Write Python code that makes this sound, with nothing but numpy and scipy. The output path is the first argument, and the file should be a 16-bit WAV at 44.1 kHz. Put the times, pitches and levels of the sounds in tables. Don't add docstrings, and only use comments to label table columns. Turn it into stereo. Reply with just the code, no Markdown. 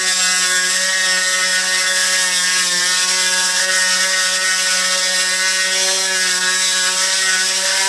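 import sys
import numpy as np
from scipy import signal
from scipy.fft import rfft, irfft
from scipy.io import wavfile
from scipy.ndimage import uniform_filter1d, minimum_filter1d, map_coordinates

SR = 44100
rng = np.random.default_rng(int(sys.argv[2]) if len(sys.argv) > 2 else 0)


def output_pcm(signal):
    pcm = np.clip(np.atleast_2d(signal).T, -1, 1) * 32767
    wavfile.write(sys.argv[1], SR, np.round(pcm).astype(np.int16))


N = 347508
TIME, BINS = np.arange(N) / SR, np.fft.rfftfreq(N, 1 / SR)
ORDERS, SHELL_ORDERS = np.arange(1, 73), np.arange(7, 12)

# time_s, stroke_hz
MOTOR_SPEED = [(0.0, 187), (0.2, 183.8), (0.64, 183), (0.92, 188.6), (1.1, 184.9), (2.18, 185.4),
               (2.42, 180.4), (2.56, 183.7), (2.76, 177.4), (2.9, 182.2), (3.18, 185), (3.56, 183.4),
               (3.66, 186.9), (3.96, 184.1), (4.08, 188.4), (4.26, 184.6), (4.48, 187), (4.62, 185.3),
               (5.32, 184.8), (5.48, 187.5), (5.68, 187), (6.04, 189.7), (6.34, 182.8), (6.66, 186.6),
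               (6.86, 184.2), (7.18, 189.8), (7.36, 185.6), (7.87, 192.8)]
# time_s, roughness (0-1)
BLADE_SEAT = [(0, 0.27), (.22, 0.12), (.62, 0.14), (.75, 0.32), (.95, 0.15), (1.85, 0.28), (2.02, 0.33),
              (2.2, 0.17), (2.85, 0.14), (3.45, 0.2), (3.62, 0.26), (3.8, 0.18), (4.9, 0.2), (5.6, 0.12),
              (5.87, 0.17), (6.2, 0.02), (6.33, 0.35), (6.45, 0.2), (7.1, 0.26), (7.45, 0.23), (7.66, 0.6),
              (7.88, 0.31)]
# time_s, low_db, mid_db, top_db
CAST_MODES = [(0, -36, -29, -19.5), (.24, -21.5, -20.5, -25.5), (.36, -23.5, -21.5, -30),
              (.55, -23, -19, -21.5), (.8, -30, -26, -19), (1.0, -47, -17.5, -17.5),
              (1.15, -35, -34, -17.5), (1.5, -26.5, -38, -16), (1.85, -26, -21, -17.5),
              (2.05, -51, -20.5, -26), (2.2, -70, -24, -17.5), (2.6, -50, -24.5, -19.5),
              (2.82, -54, -30, -20), (3.0, -43, -23, -29), (3.45, -43, -21, -30), (3.75, -20.5, -28, -19),
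              (4.1, -35, -23, -21), (4.15, -24, -26, -16), (4.26, -22, -28, -23), (4.4, -30, -37, -20.5),
              (4.48, -25, -37, -19), (4.68, -28, -33, -21.5), (4.84, -28, -27, -22),
              (5.2, -28.5, -36, -24.5), (5.56, -27, -23, -22), (6.3, -31, -22, -30.5),
              (6.5, -31, -20, -27.5), (6.8, -29, -19.5, -29), (7.1, -38, -34, -24),
              (7.3, -25.5, -29, -17.5), (7.8, -27, -32, -56)]
# middle_s, half_length_s, ring_change_db, rasp_change_db
SKIPS = [(0.174, 0.042, -4.5, -2), (0.694, 0.057, -2, 1.5), (1.64, 0.045, -11, -2.5),
         (2.377, 0.069, -3, 0.5), (2.67, 0.033, -10, -1), (3.072, 0.013, -11, -4.5),
         (3.53, 0.028, -3, -1.5), (3.671, 0.016, -4, -5.5), (3.949, 0.036, -8, 1), (4.089, 0.023, -1.5, -1),
         (4.333, 0.027, -4, 0.5), (4.416, 0.028, -3.5, -3.5), (4.62, 0.034, -13, 1),
         (5.366, 0.019, -6, -1.5), (5.911, 0.13, -14, -0.5), (6.11, 0.022, 1, -2),
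         (6.399, 0.0083, -4, -5.5), (6.679, 0.064, -8.5, 0.5), (6.94, 0.031, -30, -2.5),
         (7.163, 0.027, -23, -1.5), (7.515, 0.044, -14, -1.5), (7.613, 0.074, -18, -2)]
# frequency_hz, relative_db
BLADE_COLOUR = [(1290, 2), (2200, -3), (2390, -5.5), (2870, -2.5), (3170, -4.5), (3440, -2), (4390, -6.5),
                (4840, 0.5), (5410, 2.5), (6760, -7), (7900, -1.5), (9440, -11.5), (11000, -14.5),
                (11900, -24), (13000, -18)]
# middle_s, length_s, pitch_hz, half_width_hz, strength_db
SQUEALS = [(0.35, 2.1, 7700, 260, 10.5), (0.11, 0.16, 3450, 263, 9.5), (0.476, 0.5, 2770, 80, 5.5),
           (0.56, 0.25, 3500, 260, 8), (0.943, 0.17, 3680, 150, 11), (1.105, 0.11, 5450, 330, 11),
           (1.366, 0.12, 5840, 150, 8), (1.342, 0.036, 3700, 400, -7), (1.51, 0.18, 3300, 130, 10),
           (1.496, 0.2, 5360, 260, 7), (1.75, 0.16, 5700, 150, 14), (1.91, 0.12, 3412, 170, 12),
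           (2.387, 0.12, 3580, 260, 15.5), (2.7, 0.28, 3780, 258, 7), (2.4, 0.34, 5700, 170, 15),
           (2.87, 0.2, 5830, 170, 12), (2.94, 2.8, 10600, 259.7, 9), (3.348, 0.34, 3450, 200, -2),
           (3.7, 1.21, 5850, 263, 3), (4.696, 0.55, 3300, 110.2, 6), (5.0, 1.19, 5120, 90, 9),
           (5.16, 0.63, 4148, 110.1, 12), (5.6, 0.21, 3870, 110, 5), (5.931, 0.42, 3275, 170, 14.5),
           (5.93, 0.37, 4120, 110, 10), (5.9, 0.25, 5730, 550, 11), (6.65, 0.56, 3950, 240, 10),
           (7.1, 2.2, 7897, 259.8, 10.5)]
# frequency_hz, relative_db
GRIT_COLOUR = [(2200, -17.5), (3500, -12), (5500, -9.5), (8000, -5.5), (10500, -4.5)]
# time_s, base_level_db, fizz_relative_db
TOOTH_BITE = [(0, -26, -1.5), (.1, -21, 0), (.6, -23.5, 2), (.95, -23, -3.5), (1.1, -22.5, -1),
              (3.3, -21.5, -1.5), (5.6, -22.5, -2.5), (5.92, -22, -2.5), (6.15, -23, -2), (6.7, -22, -0.1),
              (7.88, -22, -2.5)]
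# order, base_level_db, db_per_hz_of_speed, waver_db
HUM_ORDERS = [(1, -43, -0.53, 1.2), (2, -38.5, 0.5, 2), (3, -37.5, 0, 0.7), (4, -40, 0, 2.5),
              (5, -40, 0, 2), (6, -37, -0.47, 0)]
# time_s, second_db, third_db, fourth_db, fifth_db
HUM_SWELLS = [(0, 0, -5, -5, -5), (.2, -4, 0.5, 3.5, -9), (.68, -5, -4, -2, -9), (.86, -17, 4, -2, -1),
              (.96, -2.5, 0, -2.5, -4), (1.65, -7.5, 3.5, -4.5, -0.5), (2.1, -5, 2, -3, -1),
              (2.44, -5, -7, -7, -1), (2.65, 1, -3.5, -7, 1), (3.3, -4, 2, -9, 2), (3.52, -9, 4, -1, 8),
              (3.65, -3, 3.5, -4, 3), (3.95, -9, 2, -5, 6), (4.5, -8.5, 1.5, -4, -2),
              (5.3, -5, 5.5, -5, 1.5), (5.6, -6, -2, -20, -1), (5.92, 0.5, 6.5, 4, 6),
              (6.2, -1, -1.5, -5, -3), (6.4, -0.5, -6.5, 0, 3), (6.6, -5, -3.5, -6, -2),
              (7.1, -4.5, 1.5, -3, 1), (7.42, -2.5, -3, -2.5, -4), (7.65, -5, 7.5, -1, 2),
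              (7.82, -5, -3, 5.5, 13)]
# frequency_hz, relative_db
RUSH_COLOUR = [(25, -28), (90, -41), (150, -0.5), (215, 3.5), (270, -38), (450, -25), (850, -14),
               (1100, -22), (1400, -2), (1900, 12), (2400, -22), (6000, -18)]
# frequency_hz, relative_db
CRUNCH_COLOUR = [(25, -19), (100, -7), (250, -2), (500, 7.5), (800, 8), (1300, 5), (1900, 2), (2600, -16),
                 (6000, -37)]
# middle_s, half_length_s, change_db
GRIT_DIPS = [(0.42, 0.25, -8), (1.142, 0.057, -5), (1.54, 0.028, -2), (2.8, 0.11, -6), (3.371, 0.08, -2)]
# middle_s, half_length_s, crunch_db, scrape_db
CATCHES = [(0.75, 0.02, -48, -29), (0.82, .025, -57, -37), (1.638, 0.029, -48, -25.5),
           (2.01, 0.02, -49, -28), (2.064, 0.02, -48, -29), (2.165, 0.019, -60, -34),
           (2.446, 0.015, -57, -30), (2.636, 0.038, -50, -47), (3.125, 0.02, -51, -29),
           (3.5, 0.014, -52, -31), (3.595, 0.03, -52, -21.5), (3.746, 0.018, -56, -30),
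           (3.983, 0.026, -66, -27), (4.12, 0.037, -66, -29), (4.355, .013, -55, -31),
           (4.672, 0.017, -51, -26), (4.839, 0.027, -54, -26), (5.939, 0.14, -54, -40),
           (6.292, 0.022, -43, -33), (7.071, 0.087, -62, -34), (7.694, 0.079, -50, -26)]
# frequency_hz, relative_db
SCRAPE_COLOUR = [(25, -64), (800, -11.5), (1150, -3.5), (1400, -4), (1800, 14), (2300, -20), (3600, -26),
                 (7000, -46)]
# frequency_hz, left_minus_right_db
MIC_BALANCE = [(185, 2), (550, 2), (740, 8.5), (1000, 0), (1300, -1.5), (1500, 12), (1850, 5), (2200, 1.5),
               (3500, 2.5), (5200, 11.5), (6500, 4), (8000, -13.5), (10000, -5.5), (12000, -1)]
# frequency_hz, likeness (0-1)
MIC_LIKENESS = [(185, 1), (550, 0.15), (1100, 0.11), (1800, 0.34), (3000, 0.14), (6000, 0.45),
                (12000, 0.031)]
# frequency_hz, left_lead_rad
MIC_LEAD = [(185, 0.5), (550, 0.41), (800, -1), (1500, -1), (2100, -1.82), (3000, -3.5), (4000, -5.5),
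            (5500, -5), (8000, -9), (12000, -14)]


def amp(db):
    return 10 ** (np.asarray(db) / 20)


def curve(rows, t):
    time_s, *columns = np.transpose(rows)
    return [np.interp(t, time_s, column) for column in columns]


def spectrum(points, hz):
    frequency_hz, value = np.transpose(points)
    return np.interp(np.log(hz + 1), np.log(frequency_hz + 1), value)


def unit_rms(x):
    return x / np.sqrt(np.mean(x.mean(0) ** 2) + 1e-20)


def chance(shape):
    return (rng.standard_normal(shape) + 1j * rng.standard_normal(shape)) / np.sqrt(2)


def wander(shape, rate_hz, stroke_hz):
    hz = np.fft.fftfreq(shape[-2], 1 / stroke_hz)[:, None]
    lowpass = 1 / (1 + (hz / rate_hz) ** 2)
    return np.fft.ifft(chance(shape) * lowpass / np.sqrt(np.mean(lowpass ** 2)), axis=-2, norm="ortho")


def jolts(samples):
    x = uniform_filter1d(rng.standard_normal(N), samples, mode="wrap")
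    x = uniform_filter1d(x, samples, mode="wrap")
    return x / x.std()


def mic_pair(z, hz):
    half = amp(spectrum(MIC_BALANCE, hz) / 2) * np.exp(.5j * spectrum(MIC_LEAD, hz))
    return np.array([z[0] * half, z[1] / half]) / np.sqrt((abs(half) ** 2 + abs(half) ** -2) / 2)


def room_blend(z, hz):
    alike = np.clip(spectrum(MIC_LIKENESS, hz), 0, 1)
    return np.array([z[0], alike * z[0] + np.sqrt(1 - alike ** 2) * z[1]])


def room_noise(colour_db):
    white = room_blend(chance((2, len(BINS))), BINS)
    return unit_rms(irfft(mic_pair(white, BINS) * amp(colour_db), N))


def play_strokes(orders, turns, stroke_hz, size=1024):
    waves = irfft(np.pad(mic_pair(orders, ORDERS * stroke_hz), ((0, 0), (0, 0), (1, 0))), size)
    waves = np.concatenate([waves, waves[..., :1]], -1) * size / np.sqrt(2)
    return np.array([map_coordinates(w, [turns, turns % 1 * size], order=1, mode="nearest") for w in waves])


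def catch_swells(t):
    middle_s, half_s, _, _ = np.transpose(CATCHES)
    return np.exp(-np.minimum(((t[:, None] - middle_s) / half_s) ** 2, 20))


def roughness(t, per_catch=0.11):
    return curve(BLADE_SEAT, t)[0] + per_catch * catch_swells(t).sum(1)


def skip_db(t):
    middle_s, half_s, ring_db, rasp_db = np.transpose(SKIPS)
    slips = np.exp(-((t[:, None] - middle_s) / half_s) ** 2)
    return slips @ ring_db, slips @ rasp_db


def whole_ring_db(t):
    return 10 * np.log10((amp(curve(CAST_MODES, t)) ** 2).sum(0)) + skip_db(t)[0]


def cast_ring(t, stroke_hz, swap_db=1.5, flutter=0.41, scatter=0.84, mic_drift=0.4, slip_rad=0.92):
    rough, order = roughness(t)[:, None], SHELL_ORDERS
    hz, shape = order * stroke_hz, (2, len(t), len(order))
    modes_db, whole_db = np.array(curve(CAST_MODES, t)) + skip_db(t)[0], whole_ring_db(t)
    level = amp(np.vstack([whole_db - 23, modes_db, whole_db - 12])).T
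    lag_rad = 0.78 * order + 0.33 * (order - order.mean()) ** 2
    lag_rad = lag_rad + slip_rad * rough * rng.standard_normal((len(t), 1))
    swap = amp(swap_db * np.sqrt(2) * wander(shape[1:], 5.6, stroke_hz).real)
    unrest = mic_drift * wander(shape, 12.3, stroke_hz)
    unrest += rough * (flutter * wander(shape, 31, stroke_hz) + scatter * chance(shape))
    partials = level * swap * np.exp(-1j * lag_rad) * (1 + room_blend(unrest, hz))
    power = uniform_filter1d((abs(mic_pair(partials, hz)) ** 2).mean(0).sum(1), size=9)
    steady = np.sqrt((level ** 2).sum(1) / power)[:, None]
    force = 1 + 0.25 * wander((len(t), 1), 23, stroke_hz).real
    return (partials * steady * force) @ (order[:, None] == ORDERS)


def tooth_rasp(t, stroke_hz, drift_hz=2.9, flutter=3.4, flutter_hz=26, patchy_db=2.0, evenness=0.73):
    shape = (2, len(t), len(ORDERS))
    blur = flutter * roughness(t)[:, None] * np.minimum(ORDERS / 26, 1.2)
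    groove = wander(shape, drift_hz, stroke_hz)
    slips = blur * wander(shape, flutter_hz, stroke_hz)
    track = (groove / abs(groove) ** evenness + slips) / np.sqrt(1 + blur ** 2)
    patches = uniform_filter1d(wander(shape[1:], 51, stroke_hz).real, size=3, axis=1)
    return room_blend(track, ORDERS * stroke_hz) * amp(patchy_db * patches / patches.std())


def blade_squeals(t, stroke_hz, unsteady=0.55, gain=0.57):
    rattle = unsteady * wander((2, len(t), len(ORDERS)), 9.4, stroke_hz)
    squeals = np.zeros_like(rattle)
    for middle_s, length_s, pitch_hz, half_width_hz, strength_db in SQUEALS:
        swell = np.exp(-(2 * (t[:, None] - middle_s) / length_s) ** 2)
        mode = 1 / (1 + ((ORDERS * stroke_hz - pitch_hz) / half_width_hz) ** 4)
        tone = np.exp(2j * np.pi * rng.random((2, 1, len(ORDERS))))
        squeals += amp(strength_db) * swell * mode * (tone + rattle)
    return gain * squeals


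def plaster_grit(turns, gain_db=-2, surge=0.3, chips_per_s=160, chips_db=-16, spread_db=5.0):
    colour_db = spectrum(BLADE_COLOUR, BINS) + spectrum(GRIT_COLOUR, BINS)
    dust = room_noise(colour_db) * (1 + surge * np.cos(4 * np.pi * turns))
    snaps = (rng.random(N) < chips_per_s / SR) * amp(spread_db * np.minimum(rng.exponential(1, N), 5))
    burst = rng.standard_normal((2, 200)) * np.exp(-TIME[:200] / .0005)
    chips = unit_rms(irfft(mic_pair(rfft(snaps) * rfft(burst, N), BINS) * amp(colour_db), N))
    return amp(gain_db) * (dust + amp(chips_db) * chips)


def hold_level(x, db, samples=3500):
    power = uniform_filter1d(uniform_filter1d(x.mean(0) ** 2, samples), samples)
    return x * amp(db) / np.sqrt(abs(power) + 1e-12)


def tooth_bite(x, lowest_hz=1330, trade=0.056, low_trade=0.013, restless_db=0.75):
    (base_db, fizz_db), ring_db = curve(TOOTH_BITE, TIME), whole_ring_db(TIME)
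    damped_db = ring_db.mean() - ring_db
    level_db = base_db + trade * damped_db
    low = 1 / (1 + (BINS / 4500) ** 16)
    high = 1 - 1 / (1 + (BINS / 7000) ** 20)
    bands = [(low, low_trade * damped_db), (1 - low - high, 0), (high, fizz_db)]
    radiated = rfft(x) * (1 - 1 / (1 + (BINS / lowest_hz) ** 10))
    return sum(hold_level(irfft(radiated * band, N), level_db + db + restless_db * jolts(samples=2500))
               for band, db in bands)


def motor_hum(t, stroke_hz, drift=0.43, flutter=0.49, wobble=0.1, waver_hz=4):
    speed_hz, = curve(MOTOR_SPEED, t[:, None])
    order, base_db, db_per_hz, waver_db = np.transpose(HUM_ORDERS)
    swell_db = np.pad(np.transpose(curve(HUM_SWELLS, t)), ((0, 0), (1, 1)))
    shape, looseness = (2, len(t), len(order)), np.minimum(order / 3, 1)
    sway = drift * room_blend(wander(shape, 2.7, stroke_hz), order * stroke_hz)
    tremble = flutter * room_blend(wander(shape, 21, stroke_hz), order * stroke_hz)
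    hand = 1 + wobble * wander((len(t), 1), 14, stroke_hz).real
    waver = waver_db * np.sqrt(2) * wander(shape[1:], waver_hz, stroke_hz).real
    level = hand * amp(base_db + db_per_hz * (speed_hz - stroke_hz) + swell_db + waver)
    partials = level * (1 + looseness * (sway + tremble)) * np.exp(2j * np.pi * rng.random(len(order)))
    return partials @ (order[:, None] == ORDERS)


def steady_rush(level_db=-46):
    return amp(level_db) * room_noise(spectrum(RUSH_COLOUR, BINS))


def crumbling(speed_hz, rough, base_db=-56, sag_db_per_hz=1.2, stumble_db=5):
    lumps_db = 6 * np.tanh(jolts(samples=1500))
    strain_db = sag_db_per_hz * (speed_hz.mean() - speed_hz) + stumble_db * (rough - rough.mean())
    return room_noise(spectrum(CRUNCH_COLOUR, BINS)) * amp(base_db + strain_db + lumps_db)


def thin_grit(grit, coarse_hz=3200):
    middle_s, half_s, change_db = np.transpose(GRIT_DIPS)
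    drop_db = np.exp(-np.minimum(((TIME[:, None] - middle_s) / half_s) ** 2, 5) ** 2) @ change_db
    coarse = irfft(rfft(grit) / (1 + (BINS / coarse_hz) ** 10), N)
    return grit + coarse * (amp(drop_db) - 1)


def blade_catches(turns, uneven_db=2.0, decay_strokes=0.71):
    stroke = turns.astype(int)
    force = amp(-uneven_db * np.clip(rng.standard_normal(stroke[-1] + 1), -1.5, 1.5))
    blows = uniform_filter1d(force[stroke] * np.exp(-(turns % 1) / decay_strokes), size=60)
    _, _, crunch_db, scrape_db = np.transpose(CATCHES)
    swells, tearing = catch_swells(TIME), np.zeros((2, N))
    for colour, level_db in (CRUNCH_COLOUR, crunch_db), (SCRAPE_COLOUR, scrape_db):
        tear = irfft(rfft(room_noise(0) * blows) * amp(spectrum(colour, BINS)), N)
        tearing += unit_rms(tear) * (swells @ amp(level_db))
    return tearing


def scene(ring_db=-0.23, hum_db=-0.16, hunting=0.001497, judder_db=0.76, rough_grit=2.52):
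    (speed_hz,), rough = curve(MOTOR_SPEED, TIME), roughness(TIME)
    turns = np.cumsum(speed_hz * (1 + hunting * jolts(samples=900))) / SR
    t, stroke_hz = np.interp(np.arange(1500), turns, TIME), speed_hz.mean()
    ring = amp(ring_db) * cast_ring(t, stroke_hz)
    hum = amp(hum_db) * motor_hum(t, stroke_hz)
    whine = play_strokes(ring + hum, turns, stroke_hz)
    blade = tooth_rasp(t, stroke_hz) + blade_squeals(t, stroke_hz)
    blade *= amp(spectrum(BLADE_COLOUR, ORDERS * stroke_hz))
    rasp = unit_rms(play_strokes(blade, turns, stroke_hz))
    dusty = rough_grit * (rough + 1 / 6)
    cutting = tooth_bite(rasp + dusty * thin_grit(plaster_grit(turns)))
    cutting *= amp(skip_db(TIME)[1] + judder_db * jolts(samples=1000))
    return whine + cutting + blade_catches(turns) + crumbling(speed_hz, rough) + steady_rush()


def record(dry):
    safe_gain = np.minimum(.96 / (abs(dry).max(0) + 1e-9), 1)
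    gain = uniform_filter1d(minimum_filter1d(safe_gain, size=500), size=500)
    lowpass = signal.firwin(201, 12500, window=("kaiser", 9), fs=SR)
    return signal.oaconvolve(dry * gain, lowpass[None], "same")


dry = scene()
out = record(dry)
output_pcm(out)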